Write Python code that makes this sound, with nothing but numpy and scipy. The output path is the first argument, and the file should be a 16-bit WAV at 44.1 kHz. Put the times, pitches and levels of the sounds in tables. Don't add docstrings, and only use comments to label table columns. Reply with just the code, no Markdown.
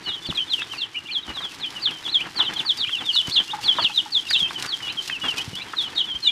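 import sys
import numpy as np
from scipy import signal
from scipy.fft import rfft, irfft
from scipy.io import wavfile
from scipy.ndimage import uniform_filter1d

SR = 44100
rng = np.random.default_rng(int(sys.argv[2]) if len(sys.argv) > 2 else 0)


def digitize_waveform(pressure):
    field = np.atleast_2d(pressure).T
    bounded = np.clip(field, -1, 1)
    quanta = np.round(bounded * 32767).astype(np.int16)
    wavfile.write(sys.argv[1], SR, quanta)


N = 278271
TIME = np.arange(N) / SR

# loudest moment in seconds, swell before it and fade after it in
# seconds, opening pitch, pitch when loudest and end pitch in Hz, relative level in dB.
PEEP_CALLS = [(0.069, 0.011, 0.058, 2990, 2946, 2905, -23.5),
              (0.092, 0.062, 0.051, 4570, 3860, 3030, -25.0), (0.137, 0.07, 0.062, 3880, 3355, 2960, -29.0),
              (0.148, 0.025, 0.013, 4140, 3640, 3070, -28.5),
              (0.258, 0.04, 0.0082, 3490, 3540, 2840, -23.5), (0.303, 0.052, 0.018, 4730, 3490, 2580, -23),
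              (0.379, 0.034, 0.059, 4150, 3295, 3000, -18.5), (0.481, 0.015, 0.027, 3800, 3550, 3320, -35),
              (0.539, 0.043, 0.012, 4170, 3200, 2980, -13.0), (0.585, 0.02, 0.03, 2900, 2790, 2670, -27),
              (0.717, 0.029, 0.05, 3110, 3130, 2400, -29.5), (0.784, 0.012, 0.081, 2730, 2776, 2740, -30.5),
              (0.819, 0.052, 0.038, 4610, 3510, 2900, -20), (0.97, 0.029, 0.026, 3000, 2947, 2760, -23.0),
              (1.155, 0.043, 0.04, 4490, 3495, 3096, -18.5), (1.235, 0.012, 0.015, 3900, 3770, 3500, -35),
              (1.293, 0.047, 0.044, 3190, 2936, 2860, -30.0), (1.379, 0.043, 0.019, 4090, 3480, 3130, -24),
              (1.439, 0.033, 0.051, 4000, 3520, 2980, -24.5), (1.636, 0.036, 0.05, 4280, 3430, 2946, -23.0),
              (1.764, 0.018, 0.045, 3000, 3000, 2690, -30.5), (1.859, 0.042, 0.037, 4760, 3600, 2790, -15),
              (1.922, 0.015, 0.037, 4050, 3160, 3180, -34.5), (1.965, 0.022, 0.037, 3230, 3080, 3040, -33),
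              (2.055, 0.028, 0.041, 4010, 3390, 2660, -29), (2.066, 0.012, 0.01, 3430, 3490, 3060, -24),
              (2.149, 0.034, 0.04, 4430, 3490, 3040, -13), (2.405, 0.048, 0.025, 4630, 3480, 2815, -12.5),
              (2.409, 0.052, 0.038, 3240, 2970, 2900, -28.5),
              (2.479, 0.046, 0.014, 4020, 3150, 3000, -18.5),
              (2.565, 0.045, 0.018, 3560, 3310, 3020, -24.5), (2.577, 0.028, 0.015, 4390, 4050, 3770, -32),
              (2.595, 0.01, 0.021, 4150, 3580, 2590, -17.5), (2.697, 0.046, 0.03, 4690, 3640, 2985, -13.5),
              (2.811, 0.04, 0.038, 4900, 3960, 3050, -19.5), (2.843, 0.06, 0.0082, 3750, 3030, 2900, -17.5),
              (2.933, 0.021, 0.046, 3650, 3210, 2670, -19.0),
              (2.988, 0.021, 0.052, 3970, 3580, 2810, -27.5),
              (3.092, 0.051, 0.032, 3720, 3250, 2790, -16.5), (3.167, 0.038, 0.043, 4370, 3700, 3276, -14),
              (3.18, 0.055, 0.04, 4620, 3650, 2790, -15), (3.228, 0.041, 0.069, 3160, 3140, 2920, -30),
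              (3.365, 0.029, 0.02, 4900, 3230, 2720, -14.5), (3.374, 0.056, 0.038, 4440, 3550, 2990, -10.5),
              (3.685, 0.049, 0.054, 4620, 3430, 2973, -12), (3.774, 0.038, 0.046, 3920, 3240, 2610, -28),
              (3.784, 0.024, 0.069, 4160, 3580, 2800, -22), (3.835, 0.047, 0.027, 4510, 4030, 3600, -20.5),
              (3.85, 0.036, 0.027, 4720, 3330, 2630, -12), (3.981, 0.028, 0.025, 3966, 3660, 2880, -11),
              (4.154, 0.035, 0.046, 4590, 3670, 3080, -12.5), (4.271, 0.023, 0.011, 2900, 2840, 2650, -26),
              (4.337, 0.047, 0.043, 4900, 3800, 2885, -12), (4.406, 0.06, 0.066, 4010, 3370, 3080, -16),
              (4.461, 0.036, 0.022, 2710, 2610, 2665, -25.5), (4.563, 0.024, 0.049, 3360, 3046, 2904, -26),
              (4.73, 0.06, 0.024, 4700, 3370, 3060, -17), (4.828, 0.045, 0.1, 3200, 2960, 2890, -31.5),
              (4.989, 0.021, 0.026, 3360, 3150, 3026, -18.5), (5.099, 0.029, 0.038, 2850, 2750, 2440, -30),
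              (5.13, 0.023, 0.046, 3170, 3120, 2590, -22), (5.221, 0.011, 0.056, 3000, 2935, 2770, -24),
              (5.286, 0.065, 0.043, 3410, 3140, 2690, -19.0), (5.38, 0.021, 0.025, 2850, 2495, 2540, -27.0),
              (5.388, 0.0185, 0.011, 3400, 3020, 2740, -21.5), (5.788, 0.026, 0.037, 4200, 3740, 3246, -17),
              (5.84, 0.059, 0.043, 4500, 3310, 2870, -24.0), (5.981, 0.024, 0.0091, 3822, 3716, 3220, -17),
              (5.984, 0.04, 0.05, 4620, 3430, 2860, -21.5), (6.008, 0.034, 0.016, 4230, 3270, 2850, -14),
              (6.045, 0.023, 0.008, 3860, 3040, 2940, -24.5),
              (6.089, 0.035, 0.076, 3620, 3317, 3000, -24.5), (6.266, 0.029, 0.046, 3060, 2930, 2870, -24),
              (6.274, 0.049, 0.03, 4220, 3606, 3270, -11)]
# start and length in seconds, low and top pitch in Hz, relative level in dB.
PIP_CALLS = [(0.373, 0.036, 2465, 3180, -27.5), (0.586, 0.036, 2580, 3750, -32),
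             (0.593, 0.044, 2600, 3800, -28.5), (0.948, 0.023, 2340, 2990, -26),
             (1.056, 0.033, 2890, 3650, -35.5), (1.088, 0.035, 2380, 3210, -27),
             (1.641, 0.018, 2476, 3220, -29), (1.804, 0.014, 3870, 4600, -39),
             (1.896, 0.025, 2560, 3590, -31.5), (2.073, 0.032, 3300, 4200, -25),
             (2.191, 0.035, 2360, 3160, -23), (2.435, 0.037, 2710, 3250, -30),
             (2.849, 0.048, 2400, 3360, -25.5), (2.898, 0.024, 2740, 3530, -29.5),
             (3.136, 0.044, 2860, 3020, -24), (3.311, 0.016, 3460, 4410, -22),
             (3.48, 0.048, 2790, 3840, -26), (3.628, 0.024, 2770, 3580, -30.5),
             (3.892, 0.04, 2550, 3370, -32.5), (3.939, 0.021, 4040, 4050, -27),
             (4.283, 0.024, 3740, 4900, -30), (4.351, 0.023, 2700, 3270, -16.5),
             (4.475, 0.028, 2780, 3700, -32), (4.858, 0.056, 3320, 4170, -31.5),
             (4.864, 0.052, 2830, 3120, -28.5), (4.883, 0.028, 2430, 2820, -29.5),
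             (5.396, 0.025, 2900, 3250, -25.5), (5.532, 0.058, 2950, 3580, -29),
             (5.595, 0.035, 3440, 4140, -32), (5.596, 0.035, 2330, 2880, -30.5),
             (6.143, 0.028, 3040, 3270, -24), (6.278, 0.022, 2350, 2420, -27.5)]
# delay in seconds, gain in dB.
WALL_ECHOES = [(0.0095, -18.5), (0.0144, -19.5), (.024, -21.5)]
# time in seconds, relative rustle and crackle levels in dB.
STRAW_STIR = [(0.0, -47.5, -55), (0.61, -47, -52.5), (1.07, -50.5, -58), (1.79, -46.5, -52),
              (2.55, -43, -51), (2.85, -48.5, -51), (3.14, -49, -49.5), (3.69, -43.5, -48),
              (3.99, -49.5, -51), (4.53, -44, -48), (4.76, -47.5, -49.5), (5.38, -44, -46),
              (5.89, -45, -52.5), (6.31, -48, -50.5)]
# start and length in seconds, relative rustle and crackle levels in dB.
FOOTSTEPS = [(0.074, 0.022, -40.5, -59), (0.332, 0.088, -42.5, -48.5), (0.613, .03, -49, -51.5),
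             (0.718, 0.052, -43, -45.5), (1.279, 0.037, -44, -55.5), (1.365, 0.093, -41, -49),
             (1.508, 0.04, -50, -45), (1.713, 0.048, -42, -49.5), (1.878, 0.036, -35.5, -53),
             (2.064, 0.036, -40, -46.5), (2.202, 0.048, -40.5, -49.5), (2.386, 0.042, -36, -47),
             (2.496, 0.038, -37, -53), (2.57, 0.062, -40, -47.5), (2.772, .025, -42, -46.5),
             (3.009, 0.031, -38.5, -47), (3.057, 0.022, -46, -41), (3.156, 0.029, -42.5, -45.5),
             (3.27, 0.04, -37.5, -42.5), (3.353, 0.07, -37, -51), (3.609, 0.072, -41, -42.5),
             (3.753, 0.1, -37.5, -48), (4.313, 0.026, -45.5, -42), (4.364, .06, -44, -41.5),
             (4.505, 0.048, -39.5, -43.5), (4.586, 0.076, -35, -44.5), (4.823, 0.13, -44.5, -52.5),
             (4.992, 0.1, -46.5, -42), (5.239, .05, -32.5, -45), (5.373, 0.039, -40, -39),
             (5.83, .04, -43, -54), (6.245, 0.028, -44.5, -46)]
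# frequency in Hz, relative level in dB.
RUSTLE_SPECTRUM = [(60, -8.5), (135, 2), (200, 0), (330, 3), (460, -3.5), (590, -7.5), (860, 1),
                   (1300, -1.5), (1900, -0.5), (3000, -5), (6000, -18.5), (14000, -38)]
# frequency in Hz, relative level in dB.
CRACKLE_SPECTRUM = [(1500, -14), (3000, 3.5), (5000, 3), (7000, -4), (10500, -10.5), (14500, -20.5)]
# start in seconds, relative peak level in dB.
STALK_SNAPS = [(0.266, -36), (0.373, -34), (0.733, -35), (1.3962, -39), (1.705, -30.5), (1.9092, -33),
               (2.206, -36), (2.537, -31), (2.7734, -28), (3.152, -30), (3.2966, -25.5), (4.3051, -24.5),
               (4.5315, -33), (4.598, -27.5), (4.6246, -19.5), (5.057, -33), (5.077, -25), (5.382, -20.5),
               (5.554, -28.5)]
# start in seconds, peak level in dB, resonance in Hz, time in seconds
# for the friction to decay by 60 dB.
PECK_BLOWS = [(0.3253, -22.5, 1050, 0.006), (.619, -20, 1620, 0.03), (.736, -24, 1080, 0.038),
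              (1.370, -28, 975, 0.036), (1.405, -27.5, 1130, 0.14), (1.872, -25, 1580, 0.038),
              (2.256, -25, 1000, 0.08), (2.393, -21.5, 1060, 0.14), (2.501, -24, 1270, 0.036),
              (2.649, -26.5, 1040, 0.061), (2.846, -24, 1700, .03), (2.893, -20, 1470, 0.028),
              (3.018, -30, 1100, .06), (3.155, -25, 1190, 0.033), (3.785, -13, 930, 0.08),
              (3.791, -34, 1300, 0.033), (4.308, -15, 1750, 0.038), (4.507, -20.5, 1330, 0.039),
              (4.637, -25.5, 1356, 0.32), (4.804, -26, 1800, 0.039), (5.098, -13.5, 1930, 0.024),
              (5.241, -18.5, 1200, 0.087), (5.734, -18, 1190, 0.053)]
# start in seconds, peak level in dB, resonance in Hz.
SOFT_BUMPS = [(.289, -21, 199), (0.29, -26.5, 80), (1.285, -34, 60), (2.876, -39.5, 85),
              (3.282, -25.5, 130), (3.84, -38, 109), (4.42, -31, 127), (5.477, -25.5, 103),
              (5.531, -29.5, 151), (6.148, -39, 54.7)]
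# start in seconds, relative level in dB.
FAR_CLUCKS = [(3.533, -20.5), (3.560, -34.5), (3.584, -29), (3.655, -35), (3.895, -31), (4.057, -31.5)]
# frequency in Hz, relative level in dB.
AIR_SPECTRUM = [(15, -54), (25, -23), (109, 0), (213, -12.5), (318, 2), (529, -19.5), (856, -9), (2070, -8),
                (2630, -8.5), (3090, -6.5), (4870, -20), (11500, -34), (15000, -44)]


def chicks(level_db=0.5, floor_db=-8.5):
    direct, reflected = np.zeros(N), np.zeros(N)
    for start, tone in [peep(*row) for row in PEEP_CALLS] + [pip(*row) for row in PIP_CALLS]:
        add(direct, start, tone)
        floor_delay_s = rng.uniform(.002, .006)
        add(reflected, start + floor_delay_s, from_db(floor_db) * tone)
    for delay_s, db in WALL_ECHOES:
        add(reflected, delay_s, from_db(db) * direct)
    return from_db(level_db) * (direct + reflected)


def peep(loudest, swell_s, fade_s, top_hz, loud_hz, end_hz, db, surge_s=0.00695):
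    start, end = loudest - swell_s, loudest + fade_s
    surge = loudest - min(surge_s, swell_s / 2)
    top_held = start + 0.242 * (surge - start)
    lead_in_risen = start + 0.46 * (surge - start)
    voiced = [surge, loudest, loudest + fade_s / 2, end]
    surge_hz = top_hz + .67 * (loud_hz - top_hz)
    fading_hz = loud_hz + .62 * (end_hz - loud_hz)
    t = call_time(start, end)
    hz = np.interp(t, [start, top_held] + voiced, [top_hz, top_hz, surge_hz, loud_hz, fading_hz, end_hz])
    tone = whistle(t, hz, [start, lead_in_risen] + voiced, stage_db=[-26, -10, -9.5, 0, -4, -13])
    return t[0], from_db(db) * tone


def pip(start, length_s, low_hz, top_hz, db):
    t = call_time(start, start + length_s)
    stage_s = start + length_s * np.array([0, 0.417, .8, 1])
    end_hz = top_hz + 0.36 * (low_hz - top_hz)
    hz = np.interp(t, stage_s, [low_hz, low_hz, top_hz, end_hz])
    return t[0], from_db(db) * whistle(t, hz, stage_s, stage_db=[-8.5, -1, 0, -2])


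def whistle(t, hz, stage_s, stage_db, waver=0.0084, octave_db=-38, edge_s=0.0027, bend=0.98):
    pitch = hz * (1 + waver * drift(311, len(t)))
    phase = 2 * np.pi * np.cumsum(uniform_filter1d(pitch, size=120)) / SR
    corners_s = np.r_[stage_s[0] - edge_s, stage_s, stage_s[-1] + edge_s]
    corner_heights = np.r_[0, from_db(np.array(stage_db) * bend), 0]
    envelope = np.interp(t, corners_s, corner_heights) ** (1 / bend)
    tremble = from_db(1.5 * drift(500, len(t)) + 1.1 * drift(130, len(t)))
    octave = from_db(octave_db + 6 * drift(50, len(t)))
    return envelope * tremble * (np.sin(phase) + octave * np.sin(2 * phase))


def straw(attack_s=0.007, release_s=0.018):
    stir_s, stir_rustle_db, stir_crackle_db = np.transpose(STRAW_STIR)
    rustle = from_db(np.interp(TIME, stir_s, stir_rustle_db) + 2.5)
    crackle = from_db(np.interp(TIME, stir_s, stir_crackle_db) + 5.5)
    for start, length_s, rustle_db, crackle_db in FOOTSTEPS:
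        near = slice(max(int((start - .1) * SR), 0), int((start + length_s + .2) * SR))
        t = TIME[near] - start
        press = np.exp(np.minimum(t, 0) / attack_s - np.maximum(t - length_s, 0) / release_s)
        rustle[near] = np.maximum(rustle[near], from_db(rustle_db + 2) * press)
        crackle[near] = np.maximum(crackle[near], from_db(crackle_db + 5) * press)
    crisp_slips = stalk_slips(per_s=4200, spread_db=3.7, clump_db=3.1)
    dull_slips = stalk_slips(per_s=3500, spread_db=2.6, clump_db=2.4)
    return colour(dull_slips, RUSTLE_SPECTRUM) * rustle + colour(crisp_slips, CRACKLE_SPECTRUM) * crackle


def stalk_slips(per_s, spread_db, clump_db):
    slipping = rng.random(N) < per_s / SR
    sizes = from_db(spread_db * np.minimum(rng.exponential(1, N), 5))
    signs = rng.choice([-1, 1], N)
    surges = from_db(clump_db * (drift(110, N) + 0.82 * drift(22.026, N)))
    return slipping * sizes * signs * surges


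def snaps(gain_db=7.0):
    out = np.zeros(N)
    for start, db in STALK_SNAPS:
        crack = colour(contact(t60_s=.035), CRACKLE_SPECTRUM)
        add(out, start, at_peak(crack, db + gain_db))
    return out


def pecks(relative_width=0.75, cutoff_hz=4500):
    out = np.zeros(N)
    lowpass = signal.butter(1, cutoff_hz, fs=SR, output="sos")
    for start, db, hz, t60_s in PECK_BLOWS:
        width_hz = relative_width * hz
        tap = resonate(resonate(contact(t60_s), hz, width_hz), hz, width_hz)
        add(out, start, at_peak(signal.sosfilt(lowpass, tap), db))
    return out


def bumps(relative_width=0.58, low_hz=37, high_hz=350):
    out = np.zeros(N)
    lowpass = signal.butter(2, high_hz, fs=SR, output="sos")
    highpass = signal.butter(1, low_hz, "high", fs=SR, output="sos")
    for start, db, hz in SOFT_BUMPS:
        push = contact(t60_s=0.091)
        push[0] += 16
        thud = signal.sosfilt(np.r_[lowpass, highpass], resonate(push, hz, relative_width * hz))
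        add(out, start, at_peak(thud, db))
    return out


def clucks(start_hz=950, end_hz=820, fall_s=0.0061, swell_s=0.0057, rasp_hz=1300, rasp_db=-11):
    out, t = np.zeros(N), TIME[:SR // 10]
    pitch = end_hz + (start_hz - end_hz) * np.exp(-t / fall_s)
    tone = np.sin(2 * np.pi * np.cumsum(pitch) / SR)
    envelope = t / swell_s * np.exp(1 - t / swell_s)
    for start, db in FAR_CLUCKS:
        noise_band = resonate(rng.standard_normal(len(t)), rasp_hz, width_hz=600)
        rasp = from_db(rasp_db) * unit_power(resonate(noise_band, rasp_hz, width_hz=530))
        flutter = from_db(2 * drift(290, len(t)))
        add(out, start, from_db(db) * envelope * flutter * (tone + rasp))
    return out


def far_chicks(peak_db=-39, count=24):
    out = np.zeros(N)
    for start, row in zip(rng.uniform(0, TIME[-1], count), rng.integers(0, len(PEEP_CALLS), count)):
        _, tone = peep(*PEEP_CALLS[row])
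        add(out, start, at_peak(tone, peak_db))
    return out


def shelter(x, t60_s=0.27, build_s=0.011, level_db=-18):
    t = TIME[:SR // 2]
    tail = rng.standard_normal(len(t)) * from_db(-60 * t / t60_s) * (1 - np.exp(-t / build_s))
    return from_db(level_db) * signal.fftconvolve(x, tail / np.linalg.norm(tail))[:N]


def air(level_db=-49):
    return from_db(level_db) * colour(rng.standard_normal(N), AIR_SPECTRUM)


def contact(t60_s, size=6000):
    friction = rng.standard_normal(size) * from_db(-60 * TIME[:size] / t60_s)
    friction[0] += 4
    return friction


def resonate(x, hz, width_hz):
    radius = np.exp(-np.pi * width_hz / SR)
    numerator = np.array([1, 0, -1]) * (1 - radius ** 2) / 2
    denominator = [1, -2 * radius * np.cos(2 * np.pi * hz / SR), radius ** 2]
    return signal.lfilter(numerator, denominator, x + 1e-18)


def colour(x, spectrum, size=2048):
    hz, db = np.transpose(spectrum)
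    grid_hz = np.maximum(np.arange(size // 2 + 1) * SR / size, 1)
    gain = from_db(np.interp(np.log(grid_hz), np.log(hz), db))
    cepstrum = irfft(np.log(gain))
    causal_cepstrum = np.r_[cepstrum[0], 2 * cepstrum[1:size // 2]]
    response = irfft(np.exp(rfft(causal_cepstrum, size)))
    return unit_power(signal.fftconvolve(x, response)[:len(x)])


def drift(per_s, size):
    position = np.arange(size) * per_s / SR
    return np.interp(position, np.arange(size), rng.standard_normal(size))


def call_time(start, end, margin_s=.008):
    return np.arange(start - margin_s, end + margin_s, 1 / SR)


def add(out, start_s, sound):
    start = max(round(start_s * SR), 0)
    part = out[start:start + len(sound)]
    part += sound[:len(part)]


def from_db(db):
    return 10 ** (np.asarray(db) / 20)


def at_peak(x, db):
    return from_db(db) * x / np.abs(x).max()


def unit_power(x):
    return x / np.sqrt(np.mean(x ** 2) + 1e-20)


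def scene():
    sounds = chicks() + far_chicks() + straw() + snaps() + pecks() + clucks()
    background = air()
    return (sounds + shelter(sounds) + bumps() + background)[None]


def record(dry):
    cutoff_hz = 15100
    return signal.sosfilt(signal.ellip(10, .3, 80, cutoff_hz, fs=SR, output="sos"), dry)


dry = scene()
out = record(dry)
digitize_waveform(out)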